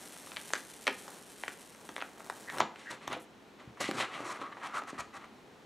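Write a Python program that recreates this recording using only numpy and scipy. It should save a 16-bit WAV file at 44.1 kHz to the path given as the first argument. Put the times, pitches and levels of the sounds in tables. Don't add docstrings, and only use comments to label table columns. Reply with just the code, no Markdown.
import sys
import numpy as np
from scipy import signal
from scipy.fft import rfft, irfft
from scipy.io import wavfile
from scipy.ndimage import uniform_filter1d

SR = 44100
rng = np.random.default_rng(int(sys.argv[2]) if len(sys.argv) > 2 else 0)


def file_out(sig):
    cols = np.atleast_2d(sig).T
    lim = np.clip(cols, -1, 1)
    pcm = np.round(lim * 32767).astype(np.int16)
    wavfile.write(sys.argv[1], SR, pcm)


N = 249165
TIME = np.arange(N) / SR


def undb(db):
    return 10 ** (np.asarray(db) / 20)


def unit(x):
    return x / np.sqrt(np.mean(x ** 2))


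def colour(x, spectrum, size=4096):
    hz, db = np.transpose(spectrum)
    log_hz = np.log(np.maximum(np.arange(size // 2 + 1), .5) * SR / size)
    beyond_ends = np.abs(log_hz - np.clip(log_hz, np.log(hz[0]), np.log(hz[-1])))
    gain = undb(np.interp(log_hz, np.log(hz), db) - 20 * beyond_ends)
    cepstrum = irfft(np.log(gain))
    cepstrum[1:size // 2] *= 2
    cepstrum[size // 2 + 1:] = 0
    return signal.fftconvolve(x, irfft(np.exp(rfft(cepstrum))))[:len(x)]


def band(x, lo_hz, hi_hz, order=2):
    return signal.sosfilt(signal.butter(order, [lo_hz, hi_hz], "band", fs=SR, output="sos"), x)


def wander(per_s):
    hold = int(SR / per_s)
    steps = np.repeat(rng.standard_normal(N // hold + 1), hold)
    return unit(uniform_filter1d(uniform_filter1d(steps, hold), hold)[:N])


def grains(per_s, spread_db):
    fires = rng.random(N) < per_s / SR
    size = np.minimum(rng.exponential(size=N), 3)
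    return fires * rng.choice([-1, 1], N) * undb(spread_db * size)


def crackle(spectrum, per_s, spread_db):
    return unit(colour(grains(per_s, spread_db), spectrum))


def decay(t, t60):
    return np.exp(-np.log(1000) * t / t60)


def ring(hz, t60):
    t = TIME[:SR // 4]
    return np.sin(2 * np.pi * hz * t) * decay(t, t60)


def add(track, start_s, sound):
    i = int(start_s * SR)
    track[i:i + len(sound)] += sound[:N - i]


# (time [s], ink level [dB], creasing level [dB])
PEEL_LEVELS = [(0.0, -53, -54), (0.47, -53.5, -57.5), (0.58, -56.5, -60), (0.72, -54.5, -70),
               (1.0, -56, -62), (1.13, -58.5, -52.5), (1.36, -57.5, -90), (1.48, -56.5, -53),
               (1.62, -56.5, -70), (1.8, -65.5, -54), (2.0, -59, -58.5), (2.13, -71.5, -55.5),
               (2.26, -63, -51), (2.47, -61, -58), (2.6, -57, -46)]
# (frequency [Hz], level [dB])
INK_SPECTRUM = [(1500, 1), (3000, 0), (5000, 1), (7000, 0.5), (9300, 3.5), (11500, -3), (14000, -9),
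                (15500, -31)]
# (frequency [Hz], level [dB])
CREASE_SPECTRUM = [(120, -53), (250, 5.5), (700, 10.5), (1500, 5.5), (2800, -5), (4500, -3), (8000, -2)]


def peel(free_s=2.61, release_s=0.0071, ink_trim_db=1, crease_trim_db=-3):
    times, ink_db, crease_db = np.transpose(PEEL_LEVELS)
    stuck = np.clip((free_s - TIME) / release_s, 0, 1)
    threads = crackle(INK_SPECTRUM, per_s=1300, spread_db=4.5) * undb(1.17 * wander(per_s=24.43))
    threads *= undb(np.interp(TIME, times, ink_db) + ink_trim_db)
    catching = undb(1.8 * wander(per_s=14))
    fibres = crackle(CREASE_SPECTRUM, per_s=700, spread_db=4.5) * catching
    fibres *= undb(np.interp(TIME, times, crease_db) + crease_trim_db)
    return stuck * (threads + fibres)


# (frequency [Hz], level [dB])
AIR_SPECTRUM = [(15, -71), (25, -25.5), (140, -11), (215, -4), (313, -6.5), (410, -5.5), (523, -11),
                (582, -12.5), (648, -12.5), (848, -11), (970, -13.5), (1200, -16), (1710, -18), (4750, -26),
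                (15500, -45)]
# (frequency [Hz], side minus mid [dB])
AIR_WIDTH = [(40, -10), (110, -5), (200, -12.5), (400, -10.5), (800, -9), (2400, -6.5), (4400, -9),
             (8000, -18), (15000, -42)]


def room_air(level_db=-56):
    mid, side = (unit(colour(rng.standard_normal(N), AIR_SPECTRUM)) for _ in range(2))
    side = colour(side, AIR_WIDTH)
    return np.array([mid + side, mid - side]) * undb(level_db + .5 * wander(per_s=2.06))


def disperse(x, corner_hz=2690, stages=8):
    warped = np.tan(np.pi * corner_hz / SR)
    pole = (1 - warped) / (1 + warped)
    for _ in range(stages):
        x = signal.lfilter([-pole, 1], [1, -pole], x)
    return x


# (time [s], level [dB], patch pitch [Hz], edge over patch [dB], crunch decay [s])
BUCKLES = [(0.165, -48, 1540, -19, 0.0045), (0.271, -45.5, 1200, -10, .004),
           (0.318, -42.5, 1400, -8, 0.0034), (0.363, -40, 2680, -5, 0.0044),
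           (0.369, -33, 2920, -15, 0.0019), (0.372, -45, 1000, -10, 0.005),
           (0.504, -42.5, 945, -15, 0.0021), (0.535, -23, 1480, -8, 0.0014), (0.553, -34.5, 1920, -7, .008),
           (0.8675, -37.5, 1700, -10, .003), (0.8692, -25, 2340, -7.5, 0.0027),
           (0.8774, -21, 2200, -15, 0.004), (0.879, -31, 1110, -20, 0.0028), (0.885, -33.5, 895, -13, .01),
           (1.079, -40, 840, -9, 0.0076), (1.4358, -34, 2000, -33, 0.002),
           (1.4367, -37.5, 826, -25, 0.00042), (1.480, -32, 1990, -16, 0.0019),
           (1.4826, -42, 1520, -6, .002), (1.748, -50.5, 1500, -9, .002), (1.8902, -38, 1040, -9.5, .004),
           (1.964, -34, 2310, -11, 0.0018), (1.980, -37, 1100, -14, 0.0094),
           (2.005, -40.5, 2400, -19, 0.0066), (2.015, -38, 2250, -21, 0.0019),
           (2.0226, -31.5, 1500, -15, 0.0022), (2.175, -52, 1000, -22, 0.0016),
           (2.2043, -45, 1160, -29, 0.0025), (2.2986, -30.5, 960, -11.5, 0.0033),
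           (2.485, -48, 1800, -8, .003), (2.4994, -37.5, 1740, -10, .001), (2.513, -56, 1780, -19, 0.0008),
           (2.584, -33, 1610, -4, .0035), (2.601, -28.5, 1290, -7, 0.0035), (2.604, -17.5, 1000, -16, .003),
           (2.612, -32, 3800, -36, 0.012), (2.621, -30.5, 810, -40, 0.005), (2.759, -45, 1780, -16, 0.0051),
           (3.077, -34, 1000, -8, .004), (3.128, -39.5, 1000, 2, 0.005), (3.806, -39, 1990, 17, .009),
           (3.8102, -40, 596, -5, 0.0036), (3.842, -34, 1910, -19, 0.0052),
           (3.9118, -32.5, 1710, -7.5, 0.0032), (4.024, -34.5, 2200, -9, .004),
           (4.569, -41.5, 1050, -34, 0.02), (4.820, -37.5, 1000, -28.5, .002),
           (4.836, -46, 1310, -7, 0.003)]


def snaps(ring_cycles=4.5, upper_ratio=1.57, upper_db=-7, crunch_db=-2, trim_db=-1):
    out = np.zeros(N)
    t = TIME[:SR // 4]
    window_norm = np.sqrt(.005 * SR)
    for start_s, db, hz, edge_db, crunch_s in BUCKLES:
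        crunch = rng.laplace(size=len(t)) * np.exp(-t / crunch_s) / window_norm
        slips = (t == 0) + undb(crunch_db) * crunch
        t60 = ring_cycles / hz
        patch = ring(hz, t60) + undb(upper_db) * ring(upper_ratio * hz, t60 / upper_ratio)
        patch = unit(band(patch, 380, 4840, order=3))
        edge = unit(band(rng.standard_normal(len(t)) * decay(t, t60=.005), 1870, 6960))
        click = disperse(signal.fftconvolve(slips, patch + undb(edge_db) * edge)[:len(t)])
        add(out, start_s, undb(db + trim_db) * window_norm * click / np.linalg.norm(click))
    return out


# (time [s], level [dB], pitch [Hz], ring time [s])
BENCH_CONTACTS = [(0.876, -26.5, 403, 0.061), (1.484, -38, 325, 0.03), (1.891, -32, 386, 0.0067),
                  (2.605, -47, 724, 0.091), (2.61, -30, 343, 0.099), (2.613, -39, 150, 0.069),
                  (3.078, -44, 129, 0.1), (3.101, -39.5, 254, 0.062), (3.162, -31.5, 500, 0.14),
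                  (3.674, -40, 128, 0.061), (3.805, -33.5, 353, 0.038), (3.832, -40, 171, 0.074),
                  (3.889, -20.5, 328, 0.021), (3.891, -27, 787, .025), (3.943, -33.5, 250, 0.075),
                  (4.206, -40.5, 307, 0.075), (4.821, -43, 468, 0.053), (4.930, -31.5, 298, 0.0053),
                  (4.989, -45, 102, 0.14)]


def bumps(swell_s=0.0018, trim_db=-2):
    out = np.zeros(N)
    for start_s, db, hz, t60 in BENCH_CONTACTS:
        modes = ring(hz, t60) + 0.78 * ring(0.635 * hz, t60) + 1.05 * ring(1.347 * hz, t60 / 2)
        swell = 1 - np.exp(-TIME[:len(modes)] / swell_s)
        bump = band(modes * swell, 0.61 * hz, 2100, order=3)
        add(out, start_s, undb(db + trim_db) * bump / np.abs(bump).max())
    return out


# (peak time [s], length [s], pitch [Hz], level [dB])
SHEET_CREAKS = [(2.497, 0.038, 1850, -43.5), (2.889, 0.058, 1750, -44.5), (4.31, 0.051, 1140, -40),
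                (4.445, 0.098, 1145, -44), (4.763, 0.078, 1315, -39)]


def creaks(band_ratio=1.1):
    out = np.zeros(N)
    for peak_s, length_s, hz, db in SHEET_CREAKS:
        tone = unit(band(grains(per_s=1700, spread_db=3.5), hz / band_ratio, hz * band_ratio))
        swell = np.exp(-(2 * (TIME - peak_s) / length_s) ** 2)
        out += undb(db) * tone * swell
    return out


# (peak time [s], rise [s], fall [s], crinkle level [dB],
# edge hiss over crinkle [dB], low flexing over crinkle [dB])
SHEET_BENDS = [(2.57, 0.051, 0.082, -63, -16, 15.5), (2.825, 0.06, 0.09, -57, -4, -12),
               (2.913, 0.0093, 0.0092, -48, 0.5, 0.5), (2.945, 0.022, 0.014, -56.5, -2, 6),
               (3.04, 0.028, 0.043, -56.5, -9, -2), (3.078, 0.0034, 0.0036, -40, -17, 0),
               (3.132, 0.024, 0.024, -42, -13.5, 1), (3.597, 0.0088, 0.05, -59.5, -13, 3),
               (3.812, 0.0094, 0.015, -41, 1.5, 2.5), (3.845, 0.025, 0.049, -44, -5.5, -27),
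               (3.885, 0.014, 0.022, -54, -0.5, -4), (3.953, 0.014, .025, -54.5, 5, 10.5),
               (4.004, 0.026, 0.03, -35.5, -8.5, -6), (4.148, 0.024, 0.027, -44, -13.5, -5.5),
               (4.22, 0.045, 0.21, -63, 1, 14), (4.414, 0.01, 0.017, -51.5, -11, 2.5)]


def bends():
    strengths = np.zeros((3, N))
    for peak_s, rise_s, fall_s, db, hiss_db, flex_db in SHEET_BENDS:
        t = TIME - peak_s
        strain = np.exp(-(np.minimum(t, 0) / rise_s) ** 2 - np.maximum(t, 0) / fall_s)
        strengths += undb([[db], [db + hiss_db], [db + flex_db]]) * strain
    return strengths


# (frequency [Hz], level [dB])
HOLLOW_SPECTRUM = [(300, -19.5), (700, -4.5), (1000, -1), (1200, 4.5), (1500, -4.5), (2000, -5),
                   (3500, -29.5)]
CRINKLE_SPECTRUM = [(500, -40), (1300, -12), (2000, 8), (2800, 4), (4000, -1), (5500, -12.5), (10000, -79)]
HISS_SPECTRUM = [(2000, -34), (4000, 6), (6000, 4), (8000, 2), (10000, -3), (12000, -12), (15500, -29)]
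FLEX_SPECTRUM = [(50, -43), (120, -8), (220, -8.5), (450, -1.5), (750, -5), (1200, -2), (2500, -17)]


def loose_sheet(bend_hollow_db=-5, slide_crinkle_db=-10, slide_flex_db=-16.5, flex_trim_db=3.5):
    bend, bend_hiss, bend_flex = bends()
    slide, slide_hiss = slides()
    hollow = np.hypot(slide, undb(bend_hollow_db) * bend)
    crinkle = np.hypot(bend, undb(slide_crinkle_db) * slide)
    hiss = np.hypot(bend_hiss, slide_hiss)
    flex = undb(flex_trim_db) * np.hypot(bend_flex, undb(slide_flex_db) * slide)
    out = hollow * crackle(HOLLOW_SPECTRUM, per_s=5000, spread_db=5.5)
    out += crinkle * crackle(CRINKLE_SPECTRUM, per_s=2200, spread_db=-2.5)
    out += hiss * crackle(HISS_SPECTRUM, per_s=1700, spread_db=0.5)
    out += flex * crackle(FLEX_SPECTRUM, per_s=1400, spread_db=5.5)
    return out * undb(wander(per_s=70))


# (time [s], level [dB])
TACKY_SPOTS = [(3.08, -87), (3.1, -64), (3.15, -84), (3.18, -64), (3.231, -64.5), (3.25, -72)]


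def last_threads():
    ticks = unit(band(grains(per_s=376, spread_db=-2), 5900, 11700))
    return ticks * undb(np.interp(TIME, *np.transpose(TACKY_SPOTS), left=-120, right=-120))


# (time [s], level [dB])
TRAILING_LEVELS = [(3.77, -58), (3.82, -54), (4.1, -53), (4.16, -46.5), (4.42, -62), (4.5, -90),
                   (4.58, -52), (4.82, -51), (4.86, -75), (4.95, -50.5), (5.08, -78), (5.22, -55),
                   (5.33, -87)]
# (time [s], length [s], level [dB], edge hiss over slide [dB])
PUSHES = [(4.017, 0.032, -38, -29), (4.234, 0.092, -41.5, -8), (4.33, 0.042, -47, -12),
          (4.44, 0.027, -45, -26), (4.511, 0.017, -44, -28), (4.62, 0.053, -39.5, -14.5),
          (4.731, 0.063, -40, -11), (4.864, 0.041, -44, -8.5), (4.976, 0.033, -39, -6.5),
          (5.126, 0.05, -47, -11), (5.231, 0.021, -49.5, -17)]


def slides(attack_s=0.013, release_s=0.007, start_speed=0.69, trail_hiss_db=-17):
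    slide = undb(np.interp(TIME, *np.transpose(TRAILING_LEVELS), left=-120, right=-120))
    hiss = slide * undb(trail_hiss_db)
    for start_s, length_s, db, hiss_db in PUSHES:
        t = TIME - start_s
        onset = np.clip(t / attack_s, 0, 1)
        stop = np.exp(-np.maximum(t - length_s, 0) / release_s)
        speed = onset * np.interp(t, [0, length_s], [start_speed, 1]) * stop
        slide = np.hypot(slide, undb(db) * speed)
        hiss = np.hypot(hiss, undb(db + hiss_db) * speed ** 1.9)
    return slide, hiss


# (frequency [Hz], decay time [s], level [dB])
STUDIO_TAIL = [(150, 0.25, -2), (370, 0.44, -6), (1000, 0.29, -9.5), (2400, 0.32, -8), (5800, 0.32, -10),
               (14000, 0.068, -12)]
# (delay [s], level [dB])
NEAR_ECHOES = [(.0032, -21.5), (0.01, -20), (0.0185, -37), (0.0256, -21)]


def studio(x, build_s=0.0016, side_db=-17):
    t = TIME[:SR // 2]
    hz, t60, db = np.transpose(STUDIO_TAIL)
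    response = np.zeros((2, len(t)))
    for octave_hz in 88 * 2. ** np.arange(8):
        decay_s, level_db = (np.interp(np.log(octave_hz), np.log(hz), column) for column in (t60, db))
        fade = decay(t, decay_s) * (1 - np.exp(-t / build_s))
        noise = rng.standard_normal(response.shape)
        octave = band(noise, octave_hz / np.sqrt(2), octave_hz * np.sqrt(2), order=3)
        response += octave * undb(level_db) * fade / np.linalg.norm(fade)
    response[0, 0] += 1
    for delay_s, echo_db in NEAR_ECHOES:
        response[0, int(delay_s * SR)] += undb(echo_db)
    mid, side = (signal.fftconvolve(x, channel)[:N] for channel in response)
    side = undb(side_db) * band(side, 100, 4900)
    return np.array([mid + side, mid - side])


def scene():
    paper = peel() + last_threads() + snaps() + bumps() + creaks() + loose_sheet()
    return studio(paper) + room_air()


def record(dry, dip_hz=4900, dip_share=0.39, left_db=.5, headroom=.5, top_hz=15500):
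    dipped = dry - dip_share * signal.lfilter(*signal.iirpeak(dip_hz, Q=6, fs=SR), dry)
    leaning = dipped * undb(np.array([[left_db], [-left_db]]) / 2)
    rounded = headroom * np.tanh(leaning / headroom)
    return signal.sosfilt(signal.ellip(8, .2, 70, top_hz, fs=SR, output="sos"), rounded)


dry = scene()
out = record(dry)
file_out(out)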